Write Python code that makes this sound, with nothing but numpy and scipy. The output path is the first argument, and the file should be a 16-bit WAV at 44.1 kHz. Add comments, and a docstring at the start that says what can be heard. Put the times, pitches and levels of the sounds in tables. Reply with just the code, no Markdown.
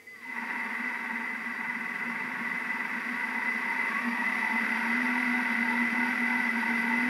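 """Faint clean tones over a quiet kitchen, then a mixer's electric motor wakes to a slow stir, heard close.
It is turned up with a dial. The drive chops the coil current in uneven pulses that ring iron and casing;
the ringing throbs with each pole stroke and turn. Noise rings the base and the metallic treble.
At the higher speed a wavering near-sine hum grows; a low growl and room noise with faint tones lie below."""
import sys
import numpy as np
from scipy import signal
from scipy.fft import rfft, irfft
from scipy.io import wavfile
from scipy.ndimage import uniform_filter1d

SR = 44100
rng = np.random.default_rng(int(sys.argv[2]) if len(sys.argv) > 2 else 0)


def inscribe(sig):
    """Save sig as 16-bit PCM at rate SR to the path in sys.argv[1].

    A 1-D sig is mono; a 2-D sig holds one channel per row.
    Samples are clipped to [-1, 1] before scaling.
    """
    pcm = np.round(np.clip(np.atleast_2d(sig).T, -1, 1) * 32767)
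    wavfile.write(sys.argv[1], SR, pcm.astype(np.int16))


N = 312653   # samples

STROKES = 12   # pole strokes a turn
ATTACK_S, RELEASE_S = .004, .018
# current chopping: [t/s, mean pulse rate f/Hz, timing spread/share of a period]
CHOPPING_RATE = [(0, 207, .008), (.11, 205, .008), (.15, 195, .008), (.2, 184.5, .012), (.255, 156, .012),
                 (.3, 155, .014), (.33, 155, .03), (.4, 300, .25), (3.3, 450, .3), (3.6, 500, .14),
                 (3.88, 545, .12), (3.915, 560, .07), (3.985, 562, .07), (4.015, 637, .1), (4.13, 632, .1),
                 (4.35, 668, .1), (5, 700, .1), (7.1, 710, .11)]
# resonances left out while the drive changes step: [t/s, iron's top level/dB, upper casing level/dB]
STEP_SAG = [(3.98, 0, 0), (4.03, -9, -5), (4.16, -7, -5), (4.3, 0, -4), (4.52, 0, -4), (4.62, 0, 1)]
# the motor wakes, before each part takes its share: [t/s, level/dB re running]
MOTOR_WAKING = [(.06, -35), (.17, -24), (.22, -18.5), (.27, -14), (.33, -6), (.38, -1.5), (.5, 1)]


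def from_db(db):
    """Amplitude gain of a level in dB."""
    return 10 ** (np.asarray(db) / 20)


def steady(x, seconds):
    """Hold the running rms at 1 over a window of the given length."""
    return x / np.sqrt(uniform_filter1d(x ** 2, int(seconds * SR)) + 1e-20)


def in_time(rows):
    """Columns of a curve, interpolated at every sample."""
    s, *columns = np.transpose(rows)
    return [np.interp(np.arange(N) / SR, s, c) for c in columns]


def drift(rate):
    """Slow random wander of spread 1: noise through two equal poles, faster for a higher rate in Hz."""
    step = 40   # samples between drawn points
    r = np.exp(-2 * step * np.pi * rate / SR)
    white = rng.standard_normal(N // step + 2002)
    slow = signal.lfilter([1], [1, -2 * r, r * r], white)[2000:]   # settled part
    return np.interp(np.arange(N) / step, np.arange(len(slow)), slow / slow.std())


def coloured(points):
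    """Noise of rms 1 with a spectrum drawn through points over log frequency."""
    hz = np.maximum(np.arange(N // 2 + 1) * SR / N, 1)
    table = np.array(points)
    level_db = np.interp(np.log(hz), np.log(table[:, 0]), table[:, 1])
    x = irfft(rfft(rng.standard_normal(N)) * from_db(level_db), N)
    return x / x.std()


def resonance(x, hz, width_hz):
    """Two-pole resonance with a gain of about 1 at its peak."""
    r = np.exp(-np.pi * width_hz / SR)
    edge = (1 - r * r) / 2
    return signal.lfilter([edge, 0, -edge], [1, -2 * r * np.cos(2 * np.pi * hz / SR), r * r], x)


def note(start, length, attack, release):
    """Envelope: linear attack within the length, hold, exponential release."""
    t = np.arange(N) / SR - start
    return np.clip(t / attack, 0, 1) * np.exp(-np.maximum(t - length, 0) / release)


def chopping(turns, size_db):
    """Force on iron and casing: a click per current pulse over scrub, swelling with each pole stroke."""
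    hz, spread = in_time(CHOPPING_RATE)
    # broadband scrub: -9 dB at a spread of 1%, 5 dB more per tenfold, up to a ceiling
    scrub_db = np.minimum(-9 + 5 * np.log10(100 * spread), -4.5)
    count = np.cumsum(hz * (1 + .35 * spread * drift(20))) / SR   # the rate itself wanders
    at = np.searchsorted(count, np.arange(int(count[-1])))
    luck = rng.standard_normal((len(at), 2)) * np.clip(spread[at], 0, .5)[:, None]
    # timing errors carry over from pulse to pulse, so the overtones are blurred bands
    slip = signal.lfilter([1], [1, -.8], luck[:, 0])
    at = np.clip(at + slip * SR / hz[at], 0, N - 1).astype(int)
    force = np.zeros(N)
    np.add.at(force, at, from_db(size_db * luck[:, 1]) * np.sqrt(SR / hz[at]))
    # the edges of a pulse are felt more than its mean
    force = signal.sosfilt(signal.butter(2, 850, "high", fs=SR, output="sos"), force)
    force = force + from_db(scrub_db) * rng.standard_normal(N)
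    stroke_db = 2
    return force * from_db(stroke_db * np.cos(2 * np.pi * STROKES * turns))


def ringing(force, modes, turns):
    """Parallel resonances of alternating sign; by pitch they swell once a turn, fill in, sag or rattle."""
    # drive of the swelling resonances: [t/s, level/dB]
    throb_level = [(.21, -11), (.29, 1.5), (.8, -1), (3.15, -4), (3.25, -1.5), (4.5, 1.5), (7.1, 2.5)]
    # low resonances fill in when the drive changes step: [t/s, level/dB]
    filling = [(.5, -1), (1.2, -2), (3.1, -2), (3.9, 0.5), (4.05, -0.5), (7.1, -1)]
    # upper resonances rattle at speed: [t/s, swing once a stroke/dB, swing twice a stroke/dB]
    rattling = [(3.5, 0, 0), (4.8, 1.2, 1.2)]
    throb_db = 6.5   # dip once a turn
    once = in_time(throb_level)[0] - throb_db * np.sin(np.pi * turns) ** 4   # broad tops, short dips
    fill, = in_time(filling)
    iron_sag, casing_sag = in_time(STEP_SAG)
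    single, double = in_time(rattling)
    stroke = 2 * np.pi * STROKES * turns
    rattle = single * np.cos(stroke) + double * np.cos(2 * stroke)
    rung = 0
    for k, (hz, width_hz, db) in enumerate(modes):
        level_db = db + once * (860 < hz < 990) + fill * (500 < hz < 800) + rattle * (hz > 1200)
        level_db = level_db + iron_sag * (1960 < hz < 2140) + casing_sag * (1200 < hz < 1650)
        rung = rung + from_db(level_db) * (-1) ** k * resonance(force, hz, width_hz)
    return steady(rung, 0.54)


def whine(waver_db):
    """The iron's main resonance as a wandering sine that wakes late and sags with the top of the iron."""
    pitch_hz, wander_hz, level_db = 2022, 14, -7   # level beside the iron's ringing
    phase = 2 * np.pi * np.cumsum(pitch_hz + wander_hz * drift(6.04)) / SR
    db = level_db + in_time(MOTOR_WAKING)[0] + in_time(STEP_SAG)[0] + waver_db * drift(7.8)
    return np.sqrt(2) * from_db(db) * np.sin(phase)


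def yielding(base, hz, width_hz):
    """The base's noisy ring, turned down about the hum's pitch as it gives way to the hum."""
    # ring about the hum's pitch: [t/s, level/dB]
    base_yields = [(4.6, 0), (5.0, -8), (7.1, -8)]
    return base - (1 - from_db(in_time(base_yields)[0])) * resonance(base, hz, width_hz)


def treble(peaks_db, flicker_db):
    """A noise whirr of air and bearings, with narrow noise-rung metal resonances standing out of it."""
    # metal resonances: [f/Hz, width f/Hz, relative level/dB]
    metal = [(3150, 16, 3), (3444, 46, 0.5), (3596, 40, -3.5), (3720, 15, 0), (3810, 18, -4), (3894, 24, 2),
             (4000, 37, -11), (4710, 9.9, 5.5), (4820, 14, -0.5), (4800, 62, -9), (5050, 14, -6),
             (5280, 23, -9), (5445, 26, -3), (5750, 30, -4.5), (9100, 360, -18), (10260, 120, -7),
             (11300, 89, -21), (13300, 55, -28)]
    # air and bearings: [f/Hz, relative level per Hz/dB]
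    whirr = [(1530, -41), (2600, -5), (3090, -7.5), (3900, -16), (4210, -14), (4850, -12), (5040, -15),
             (5680, -17.5), (7680, -33), (10400, -21), (11500, -16), (12500, -28), (15700, -48)]
    white = rng.standard_normal(N)
    peaks = sum(from_db(db) * (-1) ** k * resonance(white, hz, w) for k, (hz, w, db) in enumerate(metal))
    peaks = signal.sosfilt(signal.butter(4, 3000, "high", fs=SR, output="sos"), peaks)
    both = coloured(whirr) + from_db(peaks_db) * peaks / peaks.std()
    return steady(both, 0.49) * from_db(flicker_db * drift(17.0))


def hum(waver_db):
    """Pole-stroke hum: near sines that waver with the speed and come up as it nears its set value."""
    # hum hunting about its set pitch: [t/s, f/Hz, rms level/dB]
    hunting = [(4.86, 233.6, -36.5), (4.9, 232, -34), (5.0, 248.2, -34.5), (5.24, 246.6, -34.5),
               (5.29, 242.4, -30), (5.46, 246.8, -38.5), (5.52, 232.6, -34), (5.56, 232, -47),
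               (5.58, 233.6, -31), (5.65, 239.3, -34.5), (5.84, 239.3, -30.5), (5.91, 230.4, -40),
               (5.93, 233, -30.5), (5.95, 240.6, -44), (5.98, 239.2, -31.5), (6.16, 248.5, -37.5),
               (6.17, 249, -44), (6.22, 239.4, -30.5), (6.28, 237.5, -34), (6.41, 248, -37),
               (6.42, 246, -43), (6.48, 231.7, -32), (6.51, 230.4, -45), (6.53, 232.8, -32.5),
               (6.61, 232.7, -33.5), (6.63, 230, -46), (6.65, 231.6, -40), (6.72, 236.1, -31),
               (6.78, 230.7, -35), (7.09, 247.0, -30)]
    # the hum and faint neighbours a third of its pitch apart: [multiple of the pitch, level/dB re hum]
    hum_orders = [(2 / 3, -26), (1, 0), (4 / 3, -25), (5 / 3, -26)]
    hz, db = in_time(hunting)
    early = np.maximum(hunting[0][0] - np.arange(N) / SR, 0)   # s before the first point
    db = db - 21 * early   # rises 21 dB per s
    hz = hz - 48 * early   # rises 48 Hz per s
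    phase = 2 * np.pi * np.cumsum(hz + 1 * drift(11.7)) / SR
    return np.sqrt(2) * sum(from_db(db + rel_db + waver_db * drift(47.0)) * np.sin(k * phase)
                            for k, rel_db in hum_orders)


def start_whine(waver_db):
    """Clean tones of the start: six times the falling chopping rate, and the singing iron."""
    # the iron sings in the first current bursts: [t/s, length t/s, f/Hz, rms level/dB]
    iron_songs = [(-.01, .012, 2050, -50), (.068, .08, 2017, -46.5), (.16, .025, 1985, -53),
                  (.229, .1, 2019, -41.5), (.29, .04, 1945, -49)]
    hz = 6 * in_time(CHOPPING_RATE)[0]
    # flares by 19 dB at the casing resonance of 938 Hz
    db = -65 + 19 / (1 + ((hz - 938) / 36) ** 4)
    from_s, until_s = .1, .27
    heard = note(from_s, until_s - from_s, .04, ATTACK_S)
    sixth = heard * from_db(db + 4.7 * drift(30)) * np.sin(2 * np.pi * np.cumsum(hz) / SR)
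    wander = np.cumsum(8 * drift(25)) / SR   # pitch wander of 8 Hz, as phase in cycles
    t = np.arange(N) / SR
    songs = sum(from_db(db) * note(s, length, ATTACK_S, RELEASE_S) * np.sin(2 * np.pi * (hz * t + wander))
                for s, length, hz, db in iron_songs)
    return np.sqrt(2) * (sixth + songs * from_db(waver_db * drift(27)))


def overtones(waver_db):
    """Wavering sines on multiples of the chopping rate that stand out clean for a moment."""
    # clean overtones: [multiple of the rate, start t/s, length t/s, rms level/dB]
    clean = [(9, -.05, .26, -68), (11, -.05, .22, -66), (2, 3.9, .085, -41), (3, 4.01, .2, -38)]
    phase = 2 * np.pi * np.cumsum(in_time(CHOPPING_RATE)[0] + 2 * drift(23)) / SR
    attack_s = 0.027
    total = 0
    for k, s, length, db in clean:
        level = from_db(db + waver_db * drift(25)) * note(s, length, attack_s, RELEASE_S)
        total = total + level * np.sin(k * phase)
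    return np.sqrt(2) * total


def booms():
    """Short sine swells of the base's main tone."""
    # booms: [peak t/s, rms level at the peak/dB, f/Hz]
    base_booms = [(.29, -50, 259), (.37, -41.5, 241), (1.16, -40.5, 237.5), (2.08, -41, 236),
                  (2.65, -49, 243.3), (3.11, -39, 246.6), (4.082, -29, 237.1), (4.55, -38, 234)]
    t = np.arange(N) / SR
    rise_s, fall_s = 0.04, 0.038
    return np.sqrt(2) * sum(from_db(db) * note(s - rise_s, rise_s, rise_s, fall_s) * np.sin(2 * np.pi * hz * t)
                            for s, db, hz in base_booms)


def growl(hz, width_hz, flutter_db):
    """Noise twice through one low resonance of the counter top, below the hum."""
    # growl before its flutter: [t/s, rms level/dB]
    growl_level = [(.15, -82), (.48, -62), (1.3, -60), (2.45, -59), (3.4, -61), (7.0, -65)]
    db = in_time(growl_level)[0] + flutter_db * drift(1.2)
    once = resonance(rng.standard_normal(N), hz, width_hz)
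    return from_db(db) * steady(resonance(once, hz, width_hz), 0.17)


def room():
    """The kitchen at rest: soft coloured noise and a few faint sines of drifting level."""
    # room noise: [f/Hz, relative level per Hz/dB]
    room_noise = [(25, 7.5), (60, 7.5), (130, -5), (220, -3.5), (440, -6), (610, -13.5), (1000, -11),
                  (1600, -18), (2030, -5), (3100, -26), (5900, -20), (7500, -21), (11500, -22),
                  (15700, -25.5)]
    # tones in the kitchen: [f/Hz, middle rms level/dB]
    room_tones = [(446.8, -69), (484.5, -72), (4730, -74)]
    t = np.arange(N) / SR
    tones = sum(from_db(db + 3 * drift(15)) * np.sqrt(2) * np.sin(2 * np.pi * hz * t) for hz, db in room_tones)
    noise_db = -56
    return from_db(noise_db) * coloured(room_noise) + tones


def scene():
    """Base, casing, iron and treble of the motor, its hum and passing tones, over the room."""
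    # shaft angle: [t/s, angle/turns]
    shaft = [(0, -.6), (.5, 0), (2.9, 4), (3.35, 5), (3.75, 6), (4.15, 7), (4.5, 8), (4.83, 9),
             (7.1, 16.57)]
    # effort as the dial is turned, before each part takes its share: [t/s, level/dB]
    effort = [(.5, 1), (1.0, .5), (1.35, -1), (2.5, 1), (3.4, 2.5), (4.0, 4), (4.8, 6), (5.6, 5.5),
              (7.1, 5.5)]
    # the treble wakes sooner and more gently: [t/s, level/dB re running]
    treble_waking = [(.08, -13), (.18, -10), (.25, -4.5), (.36, -2.5), (.5, 0)]
    # resonances of base, casing and iron: [f/Hz, width f/Hz, relative level/dB]
    base_modes = [(208, 40, -11.5), (240.7, 19.4, -2), (288.8, 29.4, -14), (309.5, 48, -16), (363, 24, -19),
                  (397, 32, -18), (444.3, 17, -17.5), (508.6, 41, -21)]
    casing_modes = [(594, 90, -20.5), (753.6, 42, -10), (890, 12.3, 3.5), (923, 13.2, 3), (957.4, 15.7, 3),
                    (1046, 54, -10.5), (1109, 36, -3), (1147, 78, -6.5), (1360, 55, -9.5), (1463, 10.3, -2),
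                    (1520, 33, -4), (1627, 47, -5), (1766, 20, -4.5), (1816, 17.5, -3.5)]
    iron_modes = [(1895, 69, -10.5), (1941, 26.7, -4.5), (1975, 14.5, -2), (2020, 30.4, -4),
                  (2090, 13.2, -7), (2125, 21, -10.5), (2306, 69, -17), (2556, 113, -21), (2643, 36, -18.5),
                  (2768, 83, -30)]
    # base, casing, iron, treble: [slow-stir level/dB, share of the waking, share of the effort]
    part_levels = [(-45, 0.91, 0.63), (-40, 0.88, 0.86), (-37, 0.77, 0.86), (-57, 1, 1.3)]
    turns, = in_time(shaft)
    effort_db, = in_time(effort)
    wakings = 3 * in_time(MOTOR_WAKING) + in_time(treble_waking)   # one curve for each part
    force = chopping(turns, size_db=2.0)
    base = yielding(ringing(rng.standard_normal(N), base_modes, turns), hz=238, width_hz=19)
    casing = ringing(force, casing_modes, turns)
    iron = ringing(force, iron_modes, turns) + whine(waver_db=2.5)
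    parts = (base, casing, iron, treble(peaks_db=-3.5, flicker_db=0.5))
    motor = sum(from_db(db + wakes * waking_db + works * effort_db) * part
                for (db, wakes, works), part, waking_db in zip(part_levels, parts, wakings))
    lows = hum(waver_db=0) + booms() + growl(hz=177.3, width_hz=59, flutter_db=7.0)
    return (motor + start_whine(waver_db=1) + overtones(waver_db=2.0) + lows + room())[None]


def record(dry):
    """The microphone drops the bass below 140 Hz, and the top is cut steeply above 15.76 kHz."""
    thin = signal.sosfilt(signal.butter(3, 140, "high", fs=SR, output="sos"), dry)
    return signal.sosfilt(signal.ellip(12, .5, 60, 15760, fs=SR, output="sos"), thin)


dry = scene()
out = record(dry)
inscribe(out)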